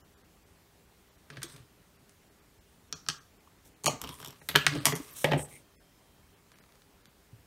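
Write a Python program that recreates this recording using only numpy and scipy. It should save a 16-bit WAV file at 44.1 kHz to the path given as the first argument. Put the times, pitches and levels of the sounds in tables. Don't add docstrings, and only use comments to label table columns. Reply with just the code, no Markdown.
import sys
import numpy as np
from scipy import signal
from scipy.io import wavfile
from scipy.ndimage import uniform_filter1d

SR = 44100
rng = np.random.default_rng(int(sys.argv[2]) if len(sys.argv) > 2 else 0)


def unload_wav(signal):
    wavfile.write(
        sys.argv[1],
        SR,
        np.round(np.clip(np.atleast_2d(signal).T, -1, 1) * 32767).astype(np.int16),
    )


def voltage_ratio(level):
    return 10 ** (np.asarray(level, float) / 20)


N = 328986


def evened(x):
    return x / np.sqrt(np.mean(x ** 2) + 1e-20)


def peaked(x):
    return x / abs(x).max()


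def read(points, hz):
    f, value = np.transpose(points)
    return np.interp(np.log(hz + 1), np.log(f + 1), value)


def add(mix, s, sound):
    part = mix[round(s * SR):][:len(sound)]
    part += sound[:len(part)]


def coloured(x, colour):
    hz = abs(np.fft.fftfreq(4096, 1 / SR))
    log_gain = np.log(voltage_ratio(np.maximum(colour(hz), -100)))
    taps = np.fft.ifft(np.exp(np.conj(signal.hilbert(log_gain)))).real[:1024]
    return signal.oaconvolve(x, taps)[:len(x)]


def resonate(x, hz, width):
    turn = np.exp(2j * np.pi * np.cumsum(hz * np.ones(len(x))) / SR)
    r = np.exp(-np.pi * width / SR)
    return 2 * (turn * signal.lfilter([1 - r], [1, -r], x / turn)).real


def narrow_noise(hz, width):
    return evened(resonate(rng.standard_normal(N), hz, width))


def ringing(modes, strike, cycles, size):
    hz, db, t60 = np.transpose(modes)[:, :, None]
    t = np.arange(size) / SR
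    fall_db = 60 * t / np.clip(t60, .005, cycles / hz)
    return (voltage_ratio(db + strike[:len(hz), None] - fall_db) * np.sin(2 * np.pi * hz * t)).sum(0)


def contact(contact_ms, rise_ms):
    t = np.arange(4000) / SR
    fade = np.exp(-t * 1000 / contact_ms * 2) + 0.23 * np.exp(-t / 0.00024)
    push = rng.standard_normal(4000) * fade * np.minimum(t * 1000 / rise_ms, 1)
    chance = uniform_filter1d(abs(np.fft.fft(push, 4096)) ** 2, size=15, mode="wrap")
    even_share = .85
    return coloured(push, lambda hz: -even_share * 10 * np.log10(chance / chance.mean() + .03))


# pitch in Hz, level in dB, t60 in seconds.
BENCH_MODES = [(77, -10.5, 0.33), (147.7, 2, 0.098), (269, -6.5, 0.17), (359.4, -3.5, 0.052),
               (418.6, -4.5, 0.16), (592, -12, .08), (636, -10.5, .07), (818, -6.5, .06)]


def bench_boom():
    soft_start = np.minimum(np.arange(9000) / 150, 1)
    return peaked(ringing(BENCH_MODES, 3 * rng.standard_normal(12), cycles=37.0, size=9000) * soft_start)


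def knocks(rows, body, contact_ms, rise_ms):
    out, t = np.zeros(N), np.arange(4000) / SR
    colour, modes = body
    treble = signal.butter(3, 5000, "high", fs=SR, output="sos")
    middle = signal.butter(4, 5300, fs=SR, output="sos")
    for s, knock_db, tick_db, boom_db, hz in rows:
        push = contact(contact_ms, rise_ms)
        modes_ring = ringing(modes, 1.5 * rng.standard_normal(12), cycles=40., size=4000)
        rings = signal.oaconvolve(push, modes_ring)[:4000]
        crack = coloured(push, lambda f: read(colour, f))
        sound = peaked(crack) + 0.33 * peaked(rings)
        tick = signal.sosfilt(treble, sound)
        pitched = peaked(resonate(push, hz, 0.15 * hz))
        knock = signal.sosfilt(middle, peaked(sound - tick) + 0.6 * pitched)
        tick = tick * (0.39 + np.exp(-t / 0.0026))
        add(out, s, voltage_ratio(knock_db) * peaked(knock) + voltage_ratio(tick_db) * peaked(tick))
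        add(out, s, voltage_ratio(boom_db) * bench_boom())
    return out


# start in seconds, knock in dB, treble tick in dB,
# bench boom in dB, knock pitch in Hz. All blow tables below have these columns.
HOLDER_BLOWS = [(1.3013, -35.5, -45, -44, 1630), (1.3693, -35, -49, -44.5, 1670),
                (1.4178, -37, -46, -50, 1440), (1.4302, -29, -24, -56, 3300), (1.4984, -51, -49, -69, 1650),
                (1.522, -60, -54, -75, 4300), (1.5398, -52, -55, -50, 3460), (1.5618, -46, -49, -57, 3400),
                (2.0934, -59, -47.5, -74, 4927)]
# crack colour (Hz, dB), then ringing modes (Hz, dB, t60 in seconds). All bodies below are alike.
HOLDER_BODY = [(350, -15), (600, -28), (1420, 0), (6520, -17), (7590, -20), (9740, -18.5), (14200, -23),
               (16500, -36)], [(2400, -10, 5.0), (3600, -24, 5.0), (6660, -7, 0.088), (9100, 3, 0.72)]
# (s, dB, dB, dB, Hz).
TOUCH_BLOWS = [(2.9261, -27, -20, -46.5, 3300), (2.939, -35, -50, -57, 3300),
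               (3.0636, -39.5, -48, -49, 4170), (3.0745, -51, -56, -62, 3600)]
# (Hz, dB, s).
TOUCH_BODY = ([(290, -40), (800, -13), (1350, 10), (2100, -9), (3300, -6), (4700, -15), (5700, -6.5),
              (7000, -21), (16500, -32)], [(1300, -8, .03), (2560, -10, .03), (3320, -3, .05),
              (4420, -7, .03), (5660, -1, .03), (6966, -12, .03)])
# (s, dB, dB, dB, Hz).
IRON_BLOWS = [
    (3.0863, -17, -14.5, -36, 4000),
    (3.0888, -21, -32, -52, 1300),
    (3.0994, -22, -42, -51, 3160),
    (3.6563, -65, -57, -56, 850),
]
# (Hz, dB, s).
IRON_BODY = ([(290, -61), (600, -22), (980, -11), (1350, 5), (2000, -12), (3200, -10), (4400, -11.5),
             (5900, -15.5), (7400, -22), (10000, -28), (15100, -48), (16500, -46)], [(1500.4, -24, .05),
             (3200, -15, .04), (5400, -2, .02), (6000, 3, .04), (1300, 2, .05), (3080, -10, .04),
             (7504, -8, .03)])
# (s, dB, dB, dB, Hz).
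PICK_BLOWS = [(3.8371, -47, -32, -65, 3254), (3.8427, -33.5, -24.5, -31.5, 1040),
              (3.8588, -21, -12, -27.5, 2380), (3.8651, -15, -21, -31.5, 1150),
              (3.8717, -16, -15, -66, 4350), (3.8777, -16.5, -16, -37, 620), (3.883, -22.5, -40, -36, 815),
              (3.9095, -37, -31, -58, 2400)]
# (Hz, dB, s).
PICK_BODY = [(180, -11), (300, 1), (1150, -7), (3140, 0), (3530, -16), (4390, -0.5), (4930, -20),
             (6560, -1), (14000, -24), (16500, -47)], [(950, 3, 5.0), (1200, 12.5, 0.18), (2470, 13, 0.08),
             (3080, 2, 0.08), (4500, 7, .08), (6470, 5, 0.071), (5750, -6.5, 0.1), (8086, 6, 0.092),
             (8603, 9, .08), (9000, 12, 0.056)]
# (s, dB, dB, dB, Hz).
PARTS_BLOWS = [(4.0152, -35, -25, -53, 1200), (4.0385, -31.5, -33, -39, 1200), (4.044, -33, -42, -50, 2950),
               (4.0732, -34.5, -38, -65, 2700), (4.0906, -34, -33, -39, 3400),
               (4.1411, -48, -39.5, -55, 1910), (4.1742, -57, -51, -68, 3500),
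               (4.2009, -37, -42, -50.5, 1158), (4.2149, -41, -40, -54, 3200),
               (4.2268, -37, -40, -44, 1464), (4.2466, -34, -32.5, -77, 3140),
               (4.2595, -38, -36, -54, 3220), (4.274, -47.5, -34.5, -43, 945),
               (4.282, -49.5, -36.5, -59, 1890), (4.3053, -52.5, -38, -52.5, 860),
               (4.3262, -47.5, -51, -68, 3826)]
# (Hz, dB, s).
PARTS_BODY = [(180, -33.5), (300, -20.5), (531, -8.5), (1000, 3.5), (2060, -13.5), (3360, -4.5),
              (4900, -29), (5600, -19), (7600, -20), (9650, -20.5), (12300, -20), (15200, -26),
              (16500, -51.5)], [(3140, -4, 0.06), (5600, -3, 0.073), (7600, -6, 0.02), (12200, -3, 0.012)]
# (s, dB, dB, dB, Hz).
SNAP_BLOWS = [(4.4146, -48, -57, -48.5, 1779), (4.4878, -23.5, -19, -36.5, 2007),
              (4.4915, -23.5, -28, -50, 3750), (4.5131, -32.5, -41, -47.5, 2882)]
# (Hz, dB, s).
SNAP_BODY = [(290, -44.5), (500, -4), (1980, -0.5), (3070, -12.5), (3770, -6.5), (5120, -22), (12000, -18),
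             (16500, -38)], [(3750, -4, .03), (11930, -4.5, .01)]
# (s, dB, dB, dB, Hz).
CAP_BLOWS = [
    (4.5429, -34, -55, -27, 501),
    (4.5528, -8, -45, -24, 1600),
    (4.5581, 3, -9, -27, 3050),
    (4.5635, -13, -30.5, -39, 1450),
    (4.5855, -24.5, -41, -42, 3050),
    (4.6449, -32, -48, -37.5, 2613),
]
# (Hz, dB, s).
CAP_BODY = [(180, -13), (400, -5.5), (800, -25.5), (1600, 1.5), (2200, -7), (3000, -7.5), (5200, -24),
            (14000, -25.5), (16500, -47)], [(1410, -5.5, .04), (1520, -6, .04), (1740, 1, .06),
            (2630, -5.5, .05), (3100, -2.5, .05), (4200, -9, .02)]
# (s, dB, dB, dB, Hz).
LID_BLOWS = [(4.6654, -6, -8, -27, 2028), (4.6684, -5, -25.5, -49, 1500), (4.683, -24, -36, -50.5, 3100),
             (4.7518, -31, -31, -26, 2910), (4.7555, -35.5, -32, -48, 4300)]
# (Hz, dB, s).
LID_BODY = [(300, -26), (700, -15.5), (1400, -3), (2100, 0.5), (3700, -7.5), (6000, -16.5), (9000, -20.5),
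            (14000, -35), (16500, -48.5)], [(1500, -3, .03), (1930, 2, .05), (2630, -2.5, .03),
            (3112, -9, .04), (3700, -9, .03)]
# (s, dB, dB, dB, Hz).
TUBE_BLOWS = [(4.8485, -33, -41, -39, 1150), (4.855, -11.5, -4, -60, 2100),
              (4.8665, -14.5, -14, -25.5, 1087), (4.8824, -23, -38, -55, 1080),
              (4.9235, -21.5, -40, -26, 1980), (4.9538, -36, -23, -34.5, 1120),
              (4.9612, -36, -27, -77, 1020)]
# (Hz, dB, s).
TUBE_BODY = [(180, -32), (300, 9.5), (406, -33), (617, 3.5), (1430, -4), (1960, 0), (3970, -9.5),
             (8730, -8), (12400, -10), (16500, -35.5)], [(970, -10, 0.16), (2080, 9, 0.1),
             (3350, 10.5, 0.047), (5577, -34, 0.74), (7364, -22.5, 0.095)]
# (s, dB, dB, dB, Hz).
BRUSH_BLOWS = [(5.2428, -15, -22, -55, 2900), (5.2445, -9, -18.5, -24, 1920),
               (5.2487, -21.5, -42.5, -46, 804), (5.2567, -28, -50, -44, 614), (5.2717, -27, -48, -45, 700),
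               (5.3121, -27, -49, -23.5, 3750), (5.3176, -16, -32.5, -47, 780),
               (5.3215, -21, -43, -52, 2400), (5.3325, -23, -40, -42, 1900),
               (5.3345, -15.5, -40, -20.5, 628), (5.3445, -28, -50, -47, 2300),
               (5.3608, -29, -49, -24.5, 605), (5.3929, -28.5, -50, -34, 604)]
# (Hz, dB, s).
BRUSH_BODY = [(180, -27), (300, -3), (531, -1.5), (800, -8.5), (1100, -17), (1900, -8), (3100, -14.5),
              (4930, -35.5), (13300, -38), (16500, -71.5)], [(400, -6, 0.1), (499, -11, .1), (570, -2, .1),
              (662, -19, .1), (850, -2, .07), (1940, 1, .02), (3100, -3, .03)]
# (s, dB, dB, dB, Hz).
PLUNGER_BLOWS = [(6.5176, -47, -52, -66, 1190), (6.5858, -50, -49, -55.5, 1157),
                 (6.542, -54, -59, -73.5, 1500), (6.5565, -55, -58.5, -75.5, 1094),
                 (6.611, -54, -59.5, -75, 3500), (6.638, -53, -60, -75, 1250), (6.661, -54, -64, -75, 1200),
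                 (6.691, -53, -62, -75, 1200), (6.7218, -51, -56, -77, 3500), (6.7547, -54, -56, -81, 1210),
                 (6.8191, -50.5, -55.5, -71.5, 3570), (7.0556, -45, -49.5, -70.5, 3460)]
CONTACT_MS = {"holder": 8.6, "touch": 2.5, "iron": 3.2, "pick": 8.9, "parts": 5, "snap": 9.5, "cap": 4.5,
              "lid": 2.4, "tube": 4.1, "brush": 4.3, "plunger": 3.2}
RISE_MS = {"holder": 1.3, "touch": 0.55, "iron": 0.63, "pick": 0.29, "parts": 1.1, "snap": .5, "cap": 0.72,
           "lid": .4, "tube": .3, "brush": 0.86, "plunger": 0.62}
WET_DB = {"holder": -2, "touch": -1, "iron": -2, "pick": -2.8, "parts": -4, "snap": -0.5, "cap": -3.5,
          "lid": -3.5, "tube": 1.5, "brush": -2, "plunger": -3.5}


def handled_objects():
    objects = {
        "holder": (HOLDER_BLOWS, HOLDER_BODY), "touch": (TOUCH_BLOWS, TOUCH_BODY),
        "iron": (IRON_BLOWS, IRON_BODY), "pick": (PICK_BLOWS, PICK_BODY),
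        "parts": (PARTS_BLOWS, PARTS_BODY), "snap": (SNAP_BLOWS, SNAP_BODY),
        "cap": (CAP_BLOWS, CAP_BODY), "lid": (LID_BLOWS, LID_BODY),
        "tube": (TUBE_BLOWS, TUBE_BODY), "brush": (BRUSH_BLOWS, BRUSH_BODY),
        "plunger": (PLUNGER_BLOWS, HOLDER_BODY)}
    blows = np.zeros((2, N))
    for name, (rows, body) in objects.items():
        blows += knocks(rows, body, CONTACT_MS[name], RISE_MS[name]) * voltage_ratio([[0], [WET_DB[name]]])
    no_bass = signal.butter(3, 105, "high", fs=SR, output="sos")
    return signal.sosfilt(no_bass, blows)


# start in seconds, pitch in
# Hz, level in dB, t60 in seconds.
THUDS = [(3.474, 1084, -41, 0.016), (8.1, 62, -42.5, 0.55), (7.33, 114, -40.5, 0.12),
         (1.6, 120, -47.5, 0.18), (1.378, 134, -38, 0.13), (1.441, 341, -38, 0.075), (5, 290, -31, 0.07),
         (4.766, 320, -38.5, 0.18), (4.035, 69, -47, .4), (4, 61, -55, 0.28), (4.555, 148, -22, .17),
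         (4.556, 500, -27, .06), (4.556, 910, -28, .06), (4.684, 145, -30, .25), (4.762, 140, -32, .25),
         (5.246, 148, -20, .15), (5.243, 820, -25, .07), (5.316, 436, -24, .12), (5.318, 571, -24, .12),
         (5.34, 148, -31, .4), (5.243, 290, -25, .07), (4.925, 400, -33, .15)]


def thuds():
    out, t = np.zeros(N), np.arange(6000) / SR
    for s, hz, db, t60 in THUDS:
        tone = np.sin(2 * np.pi * hz * t) * np.minimum(t / 0.0027, 1)
        add(out, s, voltage_ratio(db - 60 * t / t60) * tone)
    return out


def mat_grain():
    lumps = evened(uniform_filter1d(rng.standard_normal(N), 60))
    fine, coarse = rng.standard_normal((2, N))
    return fine * voltage_ratio(1.5 * lumps), coarse * voltage_ratio(4 * lumps)


def stroke(start, length):
    press_share, lift_share, edge_db = 0.15, 0.42, -15
    u = np.arange(0, length, 1 / SR) / length
    lack = 1 - np.clip(np.minimum(u / press_share, (1 - u) / lift_share), 0, 1)
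    ends = np.clip(np.minimum(u, 1 - u) * length / 0.013, 0, 1)
    first = round(start * SR)
    return slice(first, first + len(u)), voltage_ratio(edge_db * lack) * ends


# start and length in seconds, scrape in dB, rumble through the bench in dB.
PLASTIC_WIPES = [(1.311, 0.11, -59.5, -54), (1.397, 0.27, -60.5, -61), (3.878, 0.12, -60, -46.5),
                 (3.995, 0.18, -54.5, -52), (4.15, 0.26, -58.5, -59), (4.706, 0.11, -43.5, -40.5),
                 (4.754, 0.2, -51.5, -50), (4.93, 0.39, -59, -63), (5.235, 0.185, -50, -45),
                 (5.434, 0.22, -69, -60.5)]
# frequency in Hz, level in dB.
SCRAPE_COLOUR = [(410, -31.5), (700, -24), (1190, -2.5), (1320, -12), (2480, -9.5), (2720, -10.5),
                 (5000, -14), (6500, -37.5), (11000, -120)]
# frequency in Hz, level in dB.
RUMBLE_COLOUR = [(29, -48), (50, -15.5), (86, -8.5), (129, 15.5), (178, -4.5), (249, 4), (362, -0.5),
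                 (591, -4.5), (800, -16.5), (1100, -26.5), (1430, -58.5), (2420, -120)]


def plastic_drags(coarse):
    out = np.zeros(N)
    scrape = evened(coloured(coarse, lambda hz: read(SCRAPE_COLOUR, hz)))
    rumble = evened(coloured(coarse[::-1], lambda hz: read(RUMBLE_COLOUR, hz)))
    for start, length, scrape_db, rumble_db in PLASTIC_WIPES:
        part, press = stroke(start, length)
        add(out, start, press * (voltage_ratio(scrape_db) * scrape[part] + voltage_ratio(rumble_db) * rumble[part]))
    return out


# start and length in
# seconds, pitch and width in Hz, level in dB.
SINGING_PARTS = [(4.0, 0.25, 1050, 180, -57), (4.08, 0.09, 3300, 280, -56), (4.05, 0.26, 9600, 150, -63),
                 (4.18, .035, 11800, 2500, -59), (4.118, .03, 10500, 4000, -59),
                 (4.146, .016, 9000, 3000, -55), (4.272, .024, 5700, 400, -54),
                 (4.265, .05, 3500, 500, -58), (1.512, .03, 8500, 2500, -58),
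                 (4.243, 0.035, 3230, 700, -50), (4.71, 0.13, 290, 29, -37.5), (5.248, 0.17, 570, 230, -39),
                 (5.245, 0.059, 930, 200, -45), (5.31, 0.1, 780, 210, -42.5),
                 (5.325, 0.091, 2100, 1300, -51), (5.242, 0.02, 3230, 330, -28), (5.245, .18, 151, 23, -37),
                 (4.565, .095, 2750, 500, -42.5), (5.1, .06, 13000, 2700, -52), (4.6, .05, 8000, 800, -57),
                 (3.09, 0.036, 6200, 700, -53), (1.435, .15, 3800, 2000, -56), (5.5, .11, 2140, 350, -59),
                 (5.5, 0.11, 8950, 910, -58), (5.76, 0.082, 1600, 120, -68), (6.22, .08, 2200, 100, -77),
                 (3.4, 0.019, 3000, 2800, -66), (1.45, 0.027, 8300, 2000, -62)]


def singing_parts(coarse):
    out = np.zeros(N)
    for start, length, hz, width, db in SINGING_PARTS:
        part, press = stroke(start, length)
        tone = evened(resonate(resonate(coarse[part], hz, width), hz, width))
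        add(out, start, voltage_ratio(db) * press * tone)
    return out


# start and length in seconds, hiss in dB, squeal share from 0 to 1.
SKIN_SLIDES = [(1.414, 0.22, -60.5, 0.5), (3.64, 0.067, -61.5, 0.04), (4.077, 0.23, -59.5, 0.15),
               (4.288, 1, -63.5, 0.1), (4.705, 0.18, -59, 0.6), (4.942, 0.49, -56.5, 0.22),
               (5.15, 0.12, -45, 0.22), (5.367, 0.11, -43, 0.7), (5.463, 0.17, -57.5, 0.3)]
# frequency in Hz, level in dB.
SKIN_COLOUR = [(2350, -10), (4000, -2.5), (4750, -18.5), (5440, -1.5), (8100, 0), (13800, -2.5),
               (16200, -9), (16500, -57)]


def skin_slides(fine):
    out = np.zeros(N)
    hiss = evened(coloured(fine, lambda hz: read(SKIN_COLOUR, hz)))
    squeal_hz, width = 8270, 1500
    squeal = evened(resonate(resonate(fine, squeal_hz, width), squeal_hz, width))
    for start, length, hiss_db, share in SKIN_SLIDES:
        part, press = stroke(start, length)
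        add(out, start, voltage_ratio(hiss_db) * press * ((1 - share) * hiss[part] + share * squeal[part]))
    return out


# start and end in seconds, pitch in Hz.
SQUEAKS = [
    (5.58, 6.36, 3167),
    (5.7, 6.02, 5210),
    (5.6, 5.86, 1800),
]


def whine():
    out, t = np.zeros(N), np.arange(N) / SR
    for start, end, hz in SQUEAKS:
        tone = np.sqrt(2) * np.sin(2 * np.pi * hz * t) + 0.33 * narrow_noise(hz, 12.0)
        out += voltage_ratio(-81.5) * tone * np.clip(np.minimum(t - start, end - t) / 0.04, 0, 1)
    return out


# delay in ms, level in dB.
ECHOES = [(3.1, -13), (5.4, -25), (8.2, -26), (13.4, -16), (21, -28.5), (29, -29)]
# frequency in Hz, t60 in seconds.
ROOM_DECAY = [(120, 0.23), (400, 0.35), (1200, 0.36), (3000, 0.26), (6500, 0.3), (11000, 0.16),
              (16000, 0.41)]


def room_tail():
    taps = np.zeros(SR // 2)
    at = np.arange(120, len(taps) - 12, 12)
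    at = at + rng.integers(0, 12, len(at))
    taps[at] = rng.choice([-1., 1.], len(at))
    hz, t, z = signal.stft(taps, SR, nperseg=256)
    decay = voltage_ratio(-60 * t / read(ROOM_DECAY, hz)[:, None])
    tail = signal.istft(z * decay, SR, nperseg=256)[1]
    tail *= 1 + 0.79 * np.exp(-np.arange(len(tail)) / SR / 0.0081)
    return tail / np.linalg.norm(tail)


def room(x):
    early = np.zeros(2000)
    for ms, db in ECHOES:
        early[round(ms * SR / 1000)] = voltage_ratio(db)
    out = signal.oaconvolve(x, early)[:N]
    turn = 2 * np.pi * 7 * np.arange(N) / SR
    for k in range(3):
        feed = np.sqrt(2 / 3) * np.cos(turn + k * np.pi / 3)
        out += voltage_ratio(-5.0) * signal.oaconvolve(x * feed, room_tail())[:N]
    return out


# frequency in Hz, level in dB per Hz.
AIR_COLOUR = [(12, -68), (20, -19), (34, -2.5), (53, 3), (94, -5), (165, -7), (342, -10), (372, -12),
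              (404, -13.5), (479, -13.5), (1240, -18), (4930, -25), (9900, -27), (10500, -29.5),
              (11200, -27.3), (12800, -27.5), (15700, -29.5), (16500, -40)]
# pitch in Hz, width in Hz, level in dB.
FAN_TONES = [
    (402, 11, -76.5),
    (170, 12, -77),
]


def air():
    frames, hz = N // 512 + 5, np.fft.rfftfreq(2048, 1 / SR)
    a, b, patches = rng.standard_normal((frames, 1025, 3)).T
    patches = evened(uniform_filter1d(uniform_filter1d(patches, 30, 0), 6, 1))
    z = (a + 1j * b) * voltage_ratio(read(AIR_COLOUR, hz)[:, None] + 1.1 * patches)
    wash = voltage_ratio(-62) * evened(signal.istft(z, nperseg=2048, noverlap=1536)[1][:N])
    fan = sum(voltage_ratio(db) * narrow_noise(f, width) for f, width, db in FAN_TONES)
    return wash + fan


def scene():
    near, far = handled_objects()
    fine, coarse = mat_grain()
    rubbing = plastic_drags(coarse) + singing_parts(coarse) + skin_slides(fine)
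    return (near + room(far) + thuds() + rubbing + whine() + air())[None]


SHORT_DROPOUTS = [.232, .446, 1.106, 1.171, 1.472, 1.981, 2.302, 2.408, 2.599, 2.901, 3.197, 3.39, 3.751,
                  4.412, 4.943, 5.118, 6.355, 6.547, 6.61, 7.036, 7.081]
# time in seconds, length in ms, lowest lost frequency in Hz.
LONG_DROPOUTS = [(.03, 30, 2000), (.158, 30, 1700), (2.948, 20, 1700), (5.779, 46, 600)]
# time in seconds, length in ms, from Hz, to Hz.
SILENT_BANDS = [(3.882, 30, 1400, 2250), (3.882, 30, 3400, 4100), (3.882, 30, 4900, 5450),
                (3.882, 30, 7000, 7950), (3.882, 30, 9300, 10200), (3.882, 30, 6000, 6350),
                (3.882, 30, 8200, 8480), (2.94, 22, 7300, 16000), (4.797, 16, 9200, 16000),
                (4.797, 18, 5000, 6100), (4.79, 26, 2300, 2700), (5.439, 14, 2600, 5600),
                (5.437, 16, 1500, 2600)]


def treble_dropouts(x):
    hz, t, z = signal.stft(x, SR, nperseg=1024, noverlap=896)
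    short = [(s, 20, rng.uniform(2200, 4400)) for s in SHORT_DROPOUTS]
    for s, ms, lowest_hz in short + LONG_DROPOUTS:
        kept = np.repeat(rng.random(129) < .3, 4)[:len(hz)] | (hz < lowest_hz)
        z[:, :, abs(t - s) < ms / 2000] *= np.where(kept, 1.3, .05)[:, None]
    for s, ms, low_hz, high_hz in SILENT_BANDS:
        lost = (hz > low_hz) & (hz < high_hz)
        z[:, :, abs(t - s) < ms / 2000] *= np.where(lost, .05, 1)[:, None]
    top = hz > 15790
    loud = abs(z[:, top]).max(1, keepdims=True) > voltage_ratio(-72)
    z[:, top] *= loud * (hz[top, None] < 16700)
    return signal.istft(z, SR, nperseg=1024, noverlap=896)[1][:, :N]


def low_pass(x):
    return signal.sosfilt(signal.butter(12, 17000, fs=SR, output="sos"), x)


def record(dry):
    thin = signal.sosfilt(signal.butter(2, 45, "high", fs=SR, output="sos"), dry)
    rounded = .95 * np.tanh(thin / .95)
    dull = signal.oaconvolve(rounded, signal.firwin(255, 16800, fs=SR)[None], "same")
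    mix = treble_dropouts(dull)
    return low_pass(mix)


dry = scene()
out = record(dry)
unload_wav(out)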